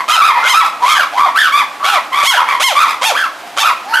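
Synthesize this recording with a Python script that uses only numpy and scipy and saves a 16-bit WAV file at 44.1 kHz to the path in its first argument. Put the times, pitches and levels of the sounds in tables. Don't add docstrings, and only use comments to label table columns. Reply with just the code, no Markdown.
import sys
import numpy as np
from scipy import signal
from scipy.fft import rfft, irfft
from scipy.io import wavfile
from scipy.ndimage import minimum_filter1d

SR = 44100
rng = np.random.default_rng(int(sys.argv[2]) if len(sys.argv) > 2 else 0)


def digitize_waveform(pressure):
    field = np.atleast_2d(pressure).T
    bounded = np.clip(field, -1, 1)
    quanta = np.round(bounded * 32767).astype(np.int16)
    wavfile.write(sys.argv[1], SR, quanta)


N = 176400
TIME = np.arange(N) / SR

# (start [s], rise [s], fall [s], start pitch [Hz], top pitch [Hz],
# end pitch [Hz], level [dB], overtones [dB], roughness [0 smooth, about 1 harsh])
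SCREAM_CALLS = [ (-.06, 0.034, 0.043, 1144, 1250, 949, -11, 1.5, 1.04),
                (.085, 0.093, 0.089, 1227, 1297, 1135, -8, -0.5, 0.68),
                (.21, 0.054, 0.06, 1122, 1289, 880, 3, 0, 0.62),
                (.345, 0.021, 0.027, 986, 926, 880, -6.5, -12.5, 0.82),
                (.418, 0.05, 0.005, 1349, 1447, 1404, -12.5, -32, 0.6),
                (.533, 0.047, 0.055, 1166, 1327, 809, -5.5, 3, 0.56),
                (.635, 0.019, 0.031, 1193, 1277, 1070, -13, 0.5, 0.83),
                (.835, 0.086, 0.051, 989, 1244, 1124, -11.5, -2, 0.56),
                (.94, 0.033, 0.073, 1353, 1583, 1007, -11, 4.5, 0.94),
                (1.165, 0.055, .07, 989, 1156, 955, -8, -5.5, 0.77),
                (1.346, 0.055, 0.087, 1115, 1670, 1107, -8, 5.5, 0.8),
                (1.512, 0.078, 0.037, 1099, 1212, 848, -10, 1.5, 0.44),
                (1.833, 0.055, 0.097, 1043, 1372, 952, -11.5, 4.5, 0.87),
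                (2.116, 0.089, 0.068, 1042, 1163, 1070, -12.5, 1, 0.83),
                (2.30, .05, 0.08, 1380, 1529, 952, -7.5, 4, 0.88),
                (2.365, 0.029, 0.037, 934, 1013, 836, -5, -15, 0.83),
                (2.47, 0.034, 0.07, 1096, 1117, 968, -14, 0, 0.85),
                (2.75, 0.075, 0.046, 1095, 1270, 875, -6.5, 1.5, 0.7),
                (2.865, 0.032, 0.037, 1139, 1238, 995, -16, 5.5, 0.82),
                (3.135, 0.054, 0.081, 935, 1658, 1014, -14, 4, 0.7),
                (3.618, 0.05, 0.042, 1144, 1344, 950, -7.5, 1.5, 0.65),
                (3.925, 0.037, 0.061, 1277, 1529, 1277, -9.5, 3.5, 0.61)]
BARK_CALLS = [ (.078, 0.059, 0.051, 596.6, 1039, 588, -11, 2, 0.23),
              (.43, .083, 0.04, 448.3, 1066, 698, -11.5, 2.5, 0.22),
              (.818, 0.11, 0.082, 468.2, 1112, 559, -14, -0.5, 0.48),
              (1.125, 0.086, 0.067, 674, 1076, 613, -12, -23, 0.78),
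              (1.835, 0.067, 0.082, 624.5, 864, 575, -14, -4.5, 0.37),
              (2.228, .059, 0.073, 544.5, 1106, 587, -3, -0.5, 0.03),
              (2.596, 0.053, 0.084, 520.5, 1083, 535, -4.5, 0, .05),
              (3.012, .06, 0.058, 486.6, 915, 440, -9, -1.5, 0.28),
              (3.565, 0.054, 0.034, 521.4, 912, 597, -10, 1.5, 0.46)]
HOOT_CALLS = [ (.3, 0.096, 0.088, 1055, 1032, 1067, -19.5, 25, 0),
              (.805, 0.034, 0.0076, 885, 975, 925, -12.5, -19, 0.78),
              (1.797, 0.034, 0.016, 1076, 1170, 1246, -16, -34, 1.04),
              (3.41, 0.029, 0.035, 700, 709, 695, -33.5, -32, 0),
              (3.855, 0.092, 0.038, 770, 919, 830, -16.5, -11, 0.24)]
# (frequency [Hz], gain [dB])
SCREAM_THROAT = [(1900, 1.5), (2400, -10.5), (2850, -16), (3380, -13.5), (4400, -23.5), (5050, -24),
                 (5600, -27), (8000, -31), (11000, -31.5), (14500, -38)]
# (frequency [Hz], gain [dB])
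BARK_THROAT = [(900, 13), (1400, 5.5), (1750, -8), (2200, 4.5), (2750, -2.5), (3200, 4.5), (4200, -6),
               (5500, -6.5), (6500, -6), (7800, -11), (11000, -12.5), (14500, -18)]
# (frequency [Hz], level [dB])
HISS_SPECTRUM = [(100, -45), (400, -33), (700, -4), (1150, -7), (1700, 10.5), (2800, -4.5), (3400, -14.5),
                 (4300, 1.5), (8000, -20), (12000, -12.5), (15000, -33)]
# (frequency [Hz], level [dB])
OUTDOOR_SPECTRUM = [(25, -22), (80, -5.5), (160, -8), (280, 1), (430, -6.5), (700, 4), (1300, -5),
                    (2500, -8.5), (5000, -16.5), (15000, -29)]
# (delay [s], level [dB])
ECHOES = [(.0052, -8.5), (0.0121, -8), (0.033, -9)]
BAR_RINGS_HZ = [2503, 3360, 3296, 4020, 5030, 5940]
# (frequency [Hz], gain [dB])
STEREO_WIDTH = [(30, -2), (200, -20), (5000, -15), (11000, -34)]

SCREAM = dict(attack=0.012, release=0.026, mouth_s=0.012, rise_bend=2.6, fall_bend=1.8,
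              effort_db=1, open_db=12, bright_db=0, closing_db=-3, swell_db=0, hiss_db=-18,
              start_rough=-0.35, end_rough=-0.35, jitter=0.05, smear=0.27, shimmer=0.9,
              flutter_hz=74, flutter=0.75)
BARK = dict(attack=0.0067, release=0.016, mouth_s=0.0025, rise_bend=2.1, fall_bend=1.7,
            effort_db=4.5, open_db=9.5, bright_db=0.1457, closing_db=-4.5, swell_db=-7.5, hiss_db=-14,
            start_rough=0.46, end_rough=0.026, jitter=0.0353, smear=0.36, shimmer=0.22,
            flutter_hz=112.9, flutter=0.88)
HOOT = dict(attack=0.0042, release=0.015, mouth_s=0.036, rise_bend=4.4, fall_bend=1.7,
            effort_db=34, open_db=0, bright_db=1, closing_db=6, swell_db=-6, hiss_db=-5,
            start_rough=0, end_rough=0, jitter=0.039, smear=0.13, shimmer=1,
            flutter_hz=60.4, flutter=0.16)

RASP_HZ, WOBBLE_HZ = 210, 43.1
WOBBLE_DEPTH, FLUTTER_BEND, RAGGED_DB = 0.013, 0.052, 5
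OUTDOOR_DB, OUTDOOR_SWAY_DB = -29.5, 0.7
TAIL_DB, TAIL_T60_S, TREBLE_T60_S, TAIL_SPLIT_HZ = -9.5, 0.74, 0.34, 2100
BAR_DB, BAR_T60_S = 4, 0.45
BARK_ROOM_DB, ROOM_SIDE_DB, PAN_DB = -3, 4.5, -0.45
LOW_CUT_HZ, CUTOFF_HZ = 580, 15000
LIMIT_DB, LIMIT_RELEASE_DB_PER_S, LIMIT_ATTACK_S = 0.35, 131, 0.00046


def from_db(db):
    return 10 ** (np.asarray(db) / 20)


def rms_one(x):
    return x / np.sqrt(np.mean(x ** 2) + 1e-20)


def coloured(x, spectrum):
    table_hz, table_db = np.transpose(spectrum)
    hz = np.arange(len(x) // 2 + 1) * SR / len(x)
    db = np.interp(np.log(np.maximum(hz, 1)), np.log(table_hz), table_db)
    return irfft(rfft(x) * from_db(db), len(x))


def drift(hz, size):
    sos = signal.butter(2, hz, fs=SR, output="sos")
    return rms_one(signal.sosfilt(sos, rng.standard_normal(size + SR // 10))[SR // 10:])


def call(row, voice, throat):
    _, rise, fall, start_hz, top_hz, end_hz, db, overtones_db, rough = row
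    t = TIME[:SR // 4]
    size = len(t)
    early = np.sin(np.pi / 2 * np.clip(1 - t / rise, 0, 1))
    late = np.clip((t - rise) / fall, 0, 1)
    arch = top_hz + (start_hz - top_hz) * early ** voice["rise_bend"]
    arch += (end_hz - top_hz) * late ** voice["fall_bend"]
    effort = np.log2(arch / top_hz)
    rough = np.clip(rough + voice["start_rough"] * early ** 2 + voice["end_rough"] * late ** 2, .02, 1)

    flutter_hz = voice["flutter_hz"] * (1 + 0.095 * drift(WOBBLE_HZ, size))
    flutter = np.sin(2 * np.pi * np.cumsum(flutter_hz) / SR)
    wobble = WOBBLE_DEPTH * drift(WOBBLE_HZ, size) * np.sqrt(rough)
    jitter = voice["jitter"] * drift(RASP_HZ, size)
    hz = arch * (1 + wobble + rough * (jitter + FLUTTER_BEND * flutter))
    phase = 2 * np.pi * np.cumsum(hz) / SR
    closure = phase + voice["smear"] * rough * drift(RASP_HZ, size)

    tilt_db = voice["bright_db"] * db + voice["closing_db"] * late ** 2
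    overtones = np.zeros(size)
    for k in range(2, 20):
        waver_db = RAGGED_DB * np.sqrt(rough) * np.tanh(drift(WOBBLE_HZ, size))
        overtones += (k * arch < CUTOFF_HZ) * from_db(tilt_db * np.log2(k) + waver_db) * np.sin(k * closure)
    mouth = np.clip(t / voice["mouth_s"], 0, 1) ** 2
    overtones *= mouth * from_db(overtones_db + voice["open_db"] * effort)
    tone = np.sin(phase) * from_db(voice["swell_db"] * early) + coloured(overtones, throat)
    tone *= 1 + rough * voice["shimmer"] * np.tanh(drift(RASP_HZ, size))
    tone *= 1 + rough * voice["flutter"] * flutter

    hiss = rms_one(coloured(rng.standard_normal(size), HISS_SPECTRUM) * (1 + 0.15 * np.sin(phase)))
    sound = tone + hiss * mouth * np.sqrt(rough) * from_db(voice["hiss_db"] + overtones_db / 2)
    sound /= np.sqrt(np.mean(sound[t < rise + fall] ** 2))
    fade_in = np.clip(t / voice["attack"], 0, 1)
    fade_out = np.clip((rise + fall - t) / voice["release"] + .5, 0, 1)
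    return sound * fade_in * fade_out * from_db(db + voice["effort_db"] * effort)


def calls(rows, voice, throat):
    out = np.zeros(N + 2 * SR)
    for row in rows:
        sound = call(row, voice, throat)
        at = int((row[0] + 1) * SR)
        out[at:at + len(sound)] += sound
    return out[SR:SR + N]


def screams():
    return calls(SCREAM_CALLS, SCREAM, SCREAM_THROAT)


def outdoors():
    level = from_db(OUTDOOR_DB + OUTDOOR_SWAY_DB * drift(16, N))
    return level * rms_one(coloured(rng.standard_normal(N), OUTDOOR_SPECTRUM))


def enclosure(x):
    t = TIME[:SR]
    noise = rng.standard_normal(len(t))
    low = signal.sosfilt(signal.butter(2, TAIL_SPLIT_HZ, fs=SR, output="sos"), noise)
    high = signal.sosfilt(signal.butter(2, TAIL_SPLIT_HZ, "high", fs=SR, output="sos"), noise)
    low_fade, high_fade = from_db(-60 * t / TAIL_T60_S), from_db(-60 * t / TREBLE_T60_S)
    tail = (low * low_fade - 2.05 * high * high_fade) * np.clip(t / 0.0048, 0, 1)
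    response = from_db(TAIL_DB) * tail / np.sqrt(np.sum(low_fade ** 2))
    for delay, db in ECHOES:
        response[int(delay * rng.uniform(.9, 1.1) * SR)] += from_db(db)
    bar_fade = from_db(-60 * t / BAR_T60_S)
    for hz in BAR_RINGS_HZ:
        response += from_db(BAR_DB) * 2 * bar_fade / bar_fade.sum() * np.sin(2 * np.pi * hz * t)
    return signal.fftconvolve(x, response)[:N]


def barks():
    return calls(BARK_CALLS, BARK, BARK_THROAT)


def hoots():
    return calls(HOOT_CALLS, HOOT, SCREAM_THROAT)


def scene():
    barker = barks()
    others = screams() + hoots()
    to_room = from_db(BARK_ROOM_DB) * barker + others
    mid = barker + others + enclosure(to_room) + outdoors()
    side = coloured(from_db(ROOM_SIDE_DB) * enclosure(to_room) + outdoors(), STEREO_WIDTH)
    return np.array([(mid + side) * from_db(PAN_DB), (mid - side) * from_db(-PAN_DB)])


def record(dry):
    thinned = signal.sosfilt(signal.butter(1, LOW_CUT_HZ, "high", fs=SR, output="sos"), dry)
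    peak = -minimum_filter1d(-np.abs(thinned).max(axis=0), size=44)
    over_db = np.maximum(20 * np.log10(peak + 1e-9) - LIMIT_DB, 0)
    release_db = LIMIT_RELEASE_DB_PER_S * TIME
    held_db = np.maximum.accumulate(over_db + release_db) - release_db
    smoothing = np.exp(-1 / (LIMIT_ATTACK_S * SR))
    limited = thinned * from_db(-signal.lfilter([1 - smoothing], [1, -smoothing], held_db))
    treble_cut = signal.cheby2(12, 50, CUTOFF_HZ + 600, fs=SR, output="sos")
    return signal.sosfiltfilt(treble_cut, np.clip(limited, -.96, .96))


dry = scene()
out = record(dry)
digitize_waveform(out)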